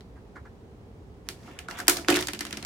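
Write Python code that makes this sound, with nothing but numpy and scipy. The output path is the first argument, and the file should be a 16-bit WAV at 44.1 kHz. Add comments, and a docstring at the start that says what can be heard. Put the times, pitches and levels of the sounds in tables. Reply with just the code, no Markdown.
"""Plastic cards on a hollow tabletop

Small plastic cards are picked up, dropped and left rocking on a hollow tabletop in a curtained room.
Each contact is a noise burst driving a short resonance; heavy ones strike the modes of the tabletop.
Fingers rustle the cards between contacts as dense random ticks; the hand scuffs as grainy noise.
Ventilation rumbles below as shaped noise; a close pair of microphones hears it all."""
import sys
import numpy as np
from scipy import signal
from scipy.fft import rfft, irfft
from scipy.io import wavfile

SR = 44100
rng = np.random.default_rng(int(sys.argv[2]) if len(sys.argv) > 2 else 0)


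def convert_level_to_amplitude(level_db):
    """Map a level in decibels to its linear amplitude factor."""
    exponent = np.asarray(level_db, float) / 20
    return 10 ** exponent


def generate_wav(signal):
    """Clip the signal to [-1, 1] and save it as 16-bit WAV at the path in sys.argv[1]."""
    frames = np.transpose(np.atleast_2d(signal))
    scaled = np.clip(frames, -1, 1) * 32767
    pcm = np.round(scaled).astype(np.int16)
    wavfile.write(sys.argv[1], SR, pcm)


N = 116865  # length in samples
MIRROR = np.array([[1], [-1]])  # opposite signs at the left and right ear


def rms_one(x):
    """Normalisation to unit effective value (rms 1)."""
    return x / np.sqrt(np.mean(x ** 2) + 1e-20)


def unit(x):
    """Normalisation to unit energy in the first two rows."""
    return x / np.sqrt(np.sum(x[:2] ** 2) + 1e-20)


def at_hz(points, hz, column=1):
    """Interpolation of a table column along a logarithmic frequency axis."""
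    points = np.array(points)
    return np.interp(np.log(hz), np.log(points[:, 0]), points[:, column])


def cut(x, hz, kind, order=2):
    """Butterworth filtering: a maximally flat pass band."""
    return signal.sosfilt(signal.butter(order, hz, kind, fs=SR, output="sos"), x)


def ring(x, hz, t60):
    """Damped resonance: a unit impulse excites a decaying sine of initial height 1."""
    radius, angle = convert_level_to_amplitude(-60 / (t60 * SR)), 2 * np.pi * hz / SR
    return signal.lfilter([0, np.sin(angle)], [1, -2 * radius * np.cos(angle), radius * radius], x + 1e-18)


def pair(size):
    """Interaural coherence: noise alike at both ears in the bass, partly unlike above."""
    alike_below_hz, unlike_db = 1600, -2
    mid, side = rng.standard_normal((2, size))
    return mid + convert_level_to_amplitude(unlike_db) * cut(side, alike_below_hz, "high") * MIRROR


def left_over_right(db):
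    """Level difference between the ears, shared equally: left up by half, right down by half."""
    return convert_level_to_amplitude(db / 2 * MIRROR)


def add(out, s, piece):
    """Superposition: a piece is summed into the signal from time s."""
    i = max(int(s * SR), 0)
    out[..., i:i + piece.shape[-1]] += piece


# Relative spectral density of the steady noise: (f/Hz, level/dB per Hz)
RUMBLE_SPECTRUM = [(15, -58), (30, -52), (42, -9.5), (60, -4.5), (138, -12), (220, -13.5), (349, -19),
                   (399, -13.5), (634, -27), (746, -25), (1430, -35.5), (6000, -49), (14800, -58),
                   (16500, -51)]
# Left-right correlation of the steady noise: (f/Hz, correlation from -1 to 1)
EAR_LIKENESS = [(60, 0.95), (130, 0.9), (290, 0.89), (640, 0.71), (1410, -0.16), (3100, -0.2), (6820, 0.21),
                (15000, -0.44)]


def rumble():
    """Stationary noise of set spectrum and coherence: ventilation and microphone hiss."""
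    rumble_db, left_db = -48, -1.2
    hz = np.maximum(np.fft.rfftfreq(N, 1 / SR), 1)
    mid, side = rfft(rng.standard_normal((2, N)))
    alike = np.clip(at_hz(EAR_LIKENESS, hz), -1, 1)
    # The shares of common and opposed noise fix the correlation at each frequency.
    both = np.sqrt(1 + alike) * mid + np.sqrt(1 - alike) * side * MIRROR
    both = irfft(convert_level_to_amplitude(at_hz(RUMBLE_SPECTRUM, hz)) * both, N)
    return convert_level_to_amplitude(rumble_db) * both / np.std(both.mean(axis=0)) * left_over_right(left_db)


# Reverberation of the curtained room: (f/Hz, level/dB, t60/s)
ROOM_DECAY = [(335, 8, 0.25), (890, -9, 0.13), (1850, -2.5, 0.12), (5260, -10.5, 0.24), (12500, -8.5, 0.19)]


def room(x):
    """Diffuse reverberation: convolution with noise that decays exponentially, band by band."""
    delay_s, tail_s, alike_below_hz = 0.003, 0.4, 680
    t = np.arange(int(tail_s * SR)) / SR
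    mid, side = rng.standard_normal((2, 2, 1, len(t)))
    white = mid + cut(side, alike_below_hz, "high") * MIRROR
    edges, tail = np.geomspace(100, 18000, 9), 0
    for k, (low, high) in enumerate(zip(edges, edges[1:])):
        hz = np.sqrt(low * high)
        decay = convert_level_to_amplitude(-60 * t / at_hz(ROOM_DECAY, hz, column=2))
        # Neighbouring bands take independent noises.
        band = cut(white[k % 2], [low, high], "band") * decay / np.sqrt(np.sum(decay ** 2))
        tail = tail + convert_level_to_amplitude(at_hz(ROOM_DECAY, hz)) * band
    tail = np.pad(tail, ((0, 0), (int(delay_s * SR), 0)))
    return signal.fftconvolve(x[None], tail, axes=1)[:, :N]


# Rustle and rattle of the cards between the clear contacts, a contour read between its points:
# (t/s, level of the dull share/dB, bright share against dull/dB)
RUSTLE_CONTOUR = [(1.198, -103, -12), (1.272, -58, -8), (1.4, -62.5, -1.5), (1.48, -54, -4.5),
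                  (1.601, -56.5, -12.5), (1.68, -61.5, -12), (1.702, -44.5, 0.5), (1.76, -46.5, -12),
                  (1.799, -38.5, -1), (1.854, -57, -11), (1.9, -40, -7), (1.969, -43, 3.5),
                  (2.073, -58, -2.5), (2.079, -48, 3), (2.086, -24.5, -3.5), (2.135, -35.5, -2),
                  (2.158, -34, 1.5), (2.183, -40.5, -13), (2.2, -39, 3), (2.3, -62, 3), (2.65, -52, -3)]


def rustle():
    """Random impulse excitation: uneven ticks ring briefly at scattered pitches, with a bright hiss."""
    ticks_per_s, spread_db, grain_s = 4000, 2.5, 0.00029
    low_hz, split_hz, top_hz = 760, 3450, 6000
    decay_cycles = 18.3  # periods of each pitch in a 60 dB decay
    s, db, bright_db = np.transpose(RUSTLE_CONTOUR)
    t = np.arange(N) / SR
    size = convert_level_to_amplitude(spread_db * np.minimum(rng.exponential(1, N), 4))
    ticks = (rng.random(N) < ticks_per_s / SR) * size
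    pitch_index, noise = rng.integers(0, 8, N), pair(N)
    keep = np.exp(-1 / (grain_s * SR))

    def grains(impulses):
        """Exponential decay: each tick becomes a short fading grain of noise."""
        return signal.lfilter([1], [1, -keep], impulses) * noise

    dull = 0
    for k, hz in enumerate(np.geomspace(low_hz, split_hz, 8)):
        dull = dull + np.sqrt(hz) * ring(grains(ticks * (pitch_index == k)), hz, decay_cycles / hz)
    bright = cut(grains(ticks), [split_hz, top_hz], "band", order=1)
    mix = rms_one(dull) + convert_level_to_amplitude(np.interp(t, s, bright_db)) * rms_one(bright)
    return convert_level_to_amplitude(np.interp(t, s, db, left=-120)) * mix


# Soft dull scuffs of the hand: (t/s, level/dB, length/s)
HAND_SCUFFS = [(0.154, -56, 0.026), (0.352, -42.5, 0.024), (0.446, -46.5, 0.02), (1.471, -46.5, 0.016)]


def scuffs():
    """Friction noise: band-limited noise of uneven grain under a short envelope, with a faint airy part."""
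    grain_db, band_hz = 3, [780, 1940]
    air_db, air_top_hz = -10.5, 6050
    out, t = np.zeros(N + SR), np.arange(4096) / SR
    for s, db, length in HAND_SCUFFS:
        noise = rng.standard_normal(len(t))
        grain = np.repeat(rng.standard_normal(len(t) // 64), 64)  # one level per 64 samples
        noise = rms_one(noise * convert_level_to_amplitude(grain_db * grain))
        body = rms_one(cut(noise, band_hz, "band", order=4))
        body = body + convert_level_to_amplitude(air_db) * cut(noise, air_top_hz, "low")
        envelope = np.minimum(t / 0.015, 1) * np.exp(-(t / length) ** 2)
        add(out, s, convert_level_to_amplitude(db) * body * envelope)
    return out[:N]


# Blows passed into the tabletop: (t/s, level/dB, extra level on the deepest modes/dB)
TABLE_BLOWS = [(.36, -55, -11), (1.289, -46.5, -14), (1.481, -47, .1), (1.686, -44.5, 2),
               (1.79, -42.5, -12), (1.882, -21.5, -16), (1.897, -37.5, -21), (1.974, -37, -16),
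               (1.989, -35.5, 1), (2.086, -16, -7), (2.124, -20, -11), (2.154, -30, -20),
               (2.171, -34.5, 9.5), (2.226, -59, 1), (2.287, -40, 0), (2.334, -42, 14), (2.407, -38.5, 5),
               (2.453, -41.5, 3), (2.529, -41.5, 15), (2.571, -44.5, 9), (2.626, -44.5, 3)]
# Modes of the hollow tabletop: (f/Hz, level/dB, t60/s)
TABLE_MODES = [(156.6, -18, 0.12), (217.4, -11, 0.54), (305.5, 0.5, 0.18), (361.2, -1, 0.13),
               (429.4, -9.5, 0.14), (531, -6, 0.03), (674, -6, 0.048), (752, -7.5, 0.056),
               (1115, -16, 0.043)]


def tabletop():
    """Modal superposition: every blow excites the same modes, neighbours in opposite phase."""
    deep_below_hz, low_cut_hz = 260, 150
    s, db, deep_db = np.transpose(TABLE_BLOWS)
    out = 0
    for k, (hz, level_db, t60) in enumerate(TABLE_MODES):
        uneven_db = rng.normal(0, 1, len(s))
        blows = np.zeros(N)
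        blows[(s * SR).astype(int)] = convert_level_to_amplitude(db + level_db + deep_db * (hz < deep_below_hz) + uneven_db)
        out = out + (-1) ** k * ring(blows, hz, t60)
    return cut(out, low_cut_hz, "high", order=4)


# Contacts of the cards: (t of the burst peak/s, level/dB, ring f/Hz, treble against body/dB,
# contact length/s, broad body against ring/dB)
CARD_CONTACTS = [(0.0079, -43.5, 4300, -22, 0.0018, -9), (1.2884, -17, 4500, -2.5, 0.00064, 2),
                 (1.59, -29.5, 2820, -8.5, 0.0029, 1), (1.6857, -25.5, 1370, -21, 0.0023, -15.5),
                 (1.7108, -28, 1920, -20, 0.0019, 1), (1.789, -32, 1560, -4, 0.005, -27),
                 (1.802, -27, 1630, -9, 0.0048, -11), (1.8705, -35, 1620, -1, 0.0023, 9),
                 (1.8818, -2.5, 1570, 5, 0.0026, 0.5), (1.897, -10.5, 2550, 6.5, 0.00238, 8),
                 (1.97, -24.5, 4460, -3.5, 0.0037, 17), (1.988, -31.5, 1440, -23, 0.0022, -11),
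                 (2.0473, -30.5, 2500, -22, 0.00088, -14), (2.0852, -7, 1640, -29, 0.00086, 4),
                 (2.101, -17, 3100, -8, 0.002, -21), (2.1033, -19, 1800, 1, 0.005, 0),
                 (2.125, -22, 2630, -14, 0.0074, -17), (2.143, -18, 2660, -11, 0.0016, -14),
                 (2.1536, -22.5, 2800, -13, 0.0032, -6), (2.1603, -21, 3940, -3.5, 0.0083, 5),
                 (2.17, -13.5, 1820, -17, 0.001, 2), (2.1906, -21.5, 3580, -11, 0.0017, -2),
                 (2.21, -27.5, 1850, 0, 0.0042, -30), (2.226, -24, 3100, -10, 0.00274, 12),
                 (2.2716, -23, 4800, -1.5, 0.0025, -16), (2.2854, -23.5, 2120, -10, 0.0046, 8),
                 (2.3344, -26, 2970, -4, 0.0032, 5), (2.348, -35.5, 2870, -28, 0.0048, 13),
                 (2.392, -27.5, 4760, -4, 0.0025, 10), (2.4086, -23.5, 2140, -6.5, 0.0043, 9),
                 (2.452, -28, 1990, -7, 0.0027, 14), (2.468, -34, 1850.0, -14, 0.004, 28),
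                 (2.509, -33, 2660, -5.5, 0.0033, -10), (2.528, -26, 1800, -14.5, 0.0036, 21),
                 (2.572, -29.5, 3000, -7, 0.0042, 15), (2.6272, -31, 4600, -15, 0.0024, 6),
                 (2.6494, -23, 2080, -35, 0.0014, 13)]


def clicks():
    """Impact excitation: a snap inside a swelling burst of chatter drives a body, a ring and a bright top.

    Rows 0-1 reach the microphones; row 2 goes to the room, where all directions blend evenly."""
    low_hz, treble_from_hz, treble_to_hz = 785, 4830, 12200
    snap_db, ring_in_room_db = 6, -4.5
    ring_q = 5.0  # quality factor of the plastic ring
    out, t = np.zeros((3, N + SR)), np.arange(1024) / SR
    for s, db, hz, treble_db, length, broad_db in CARD_CONTACTS:
        rise = max(length, 4e-4) / 1.8
        peak = int(rise * SR)
        burst = np.zeros((3, len(t)))
        burst[:2] = pair(len(t)) * (t / rise) ** 2 * np.exp(2 - 2 * t / rise) / 2
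        burst[:2, peak] += convert_level_to_amplitude(snap_db) * 0.001 / max(length, 0.001)
        burst[2, peak] = np.sqrt(np.sum(burst[0] ** 2))  # one impulse of the left burst's energy
        burst = cut(burst, low_hz, "high", order=3)
        tone = unit(ring(burst, hz, np.log(1000) * ring_q / (np.pi * hz)))
        tone = tone * convert_level_to_amplitude([[0], [0], [ring_in_room_db]])
        broad = unit(cut(burst, treble_from_hz, "low"))
        body = unit(tone + convert_level_to_amplitude(broad_db) * broad)
        top = unit(cut(cut(burst, treble_from_hz, "high"), treble_to_hz, "low"))
        contact = unit(body - convert_level_to_amplitude(treble_db) * top)
        add(out, s - rise, convert_level_to_amplitude(db) * np.sqrt(length * SR) * contact)  # energy grows with contact length
    return out[:, :N]


def scene():
    """Superposition of direct sound, its reverberation (the table reaches it less) and steady rumble."""
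    table_echo_db, left_db = -8, -0.95
    contacts, handling = clicks(), scuffs() + rustle()
    table = tabletop()
    echo = room(contacts[2] + handling.mean(axis=0) + convert_level_to_amplitude(table_echo_db) * table)
    events = contacts[:2] + handling + table + echo
    return events * left_over_right(left_db) + rumble()


def low_pass(x):
    """Removes everything above the highest recorded frequency."""
    return signal.sosfilt(signal.butter(12, 17160, fs=SR, output="sos"), x)


def record(dry):
    """Saturation and band limiting: peaks are rounded and the top is cut."""
    ceiling, top_hz = 0.8, 16050
    rounded = ceiling * np.tanh(dry / ceiling)
    return low_pass(cut(rounded, top_hz, "low", order=24))


dry = scene()
out = record(dry)
generate_wav(out)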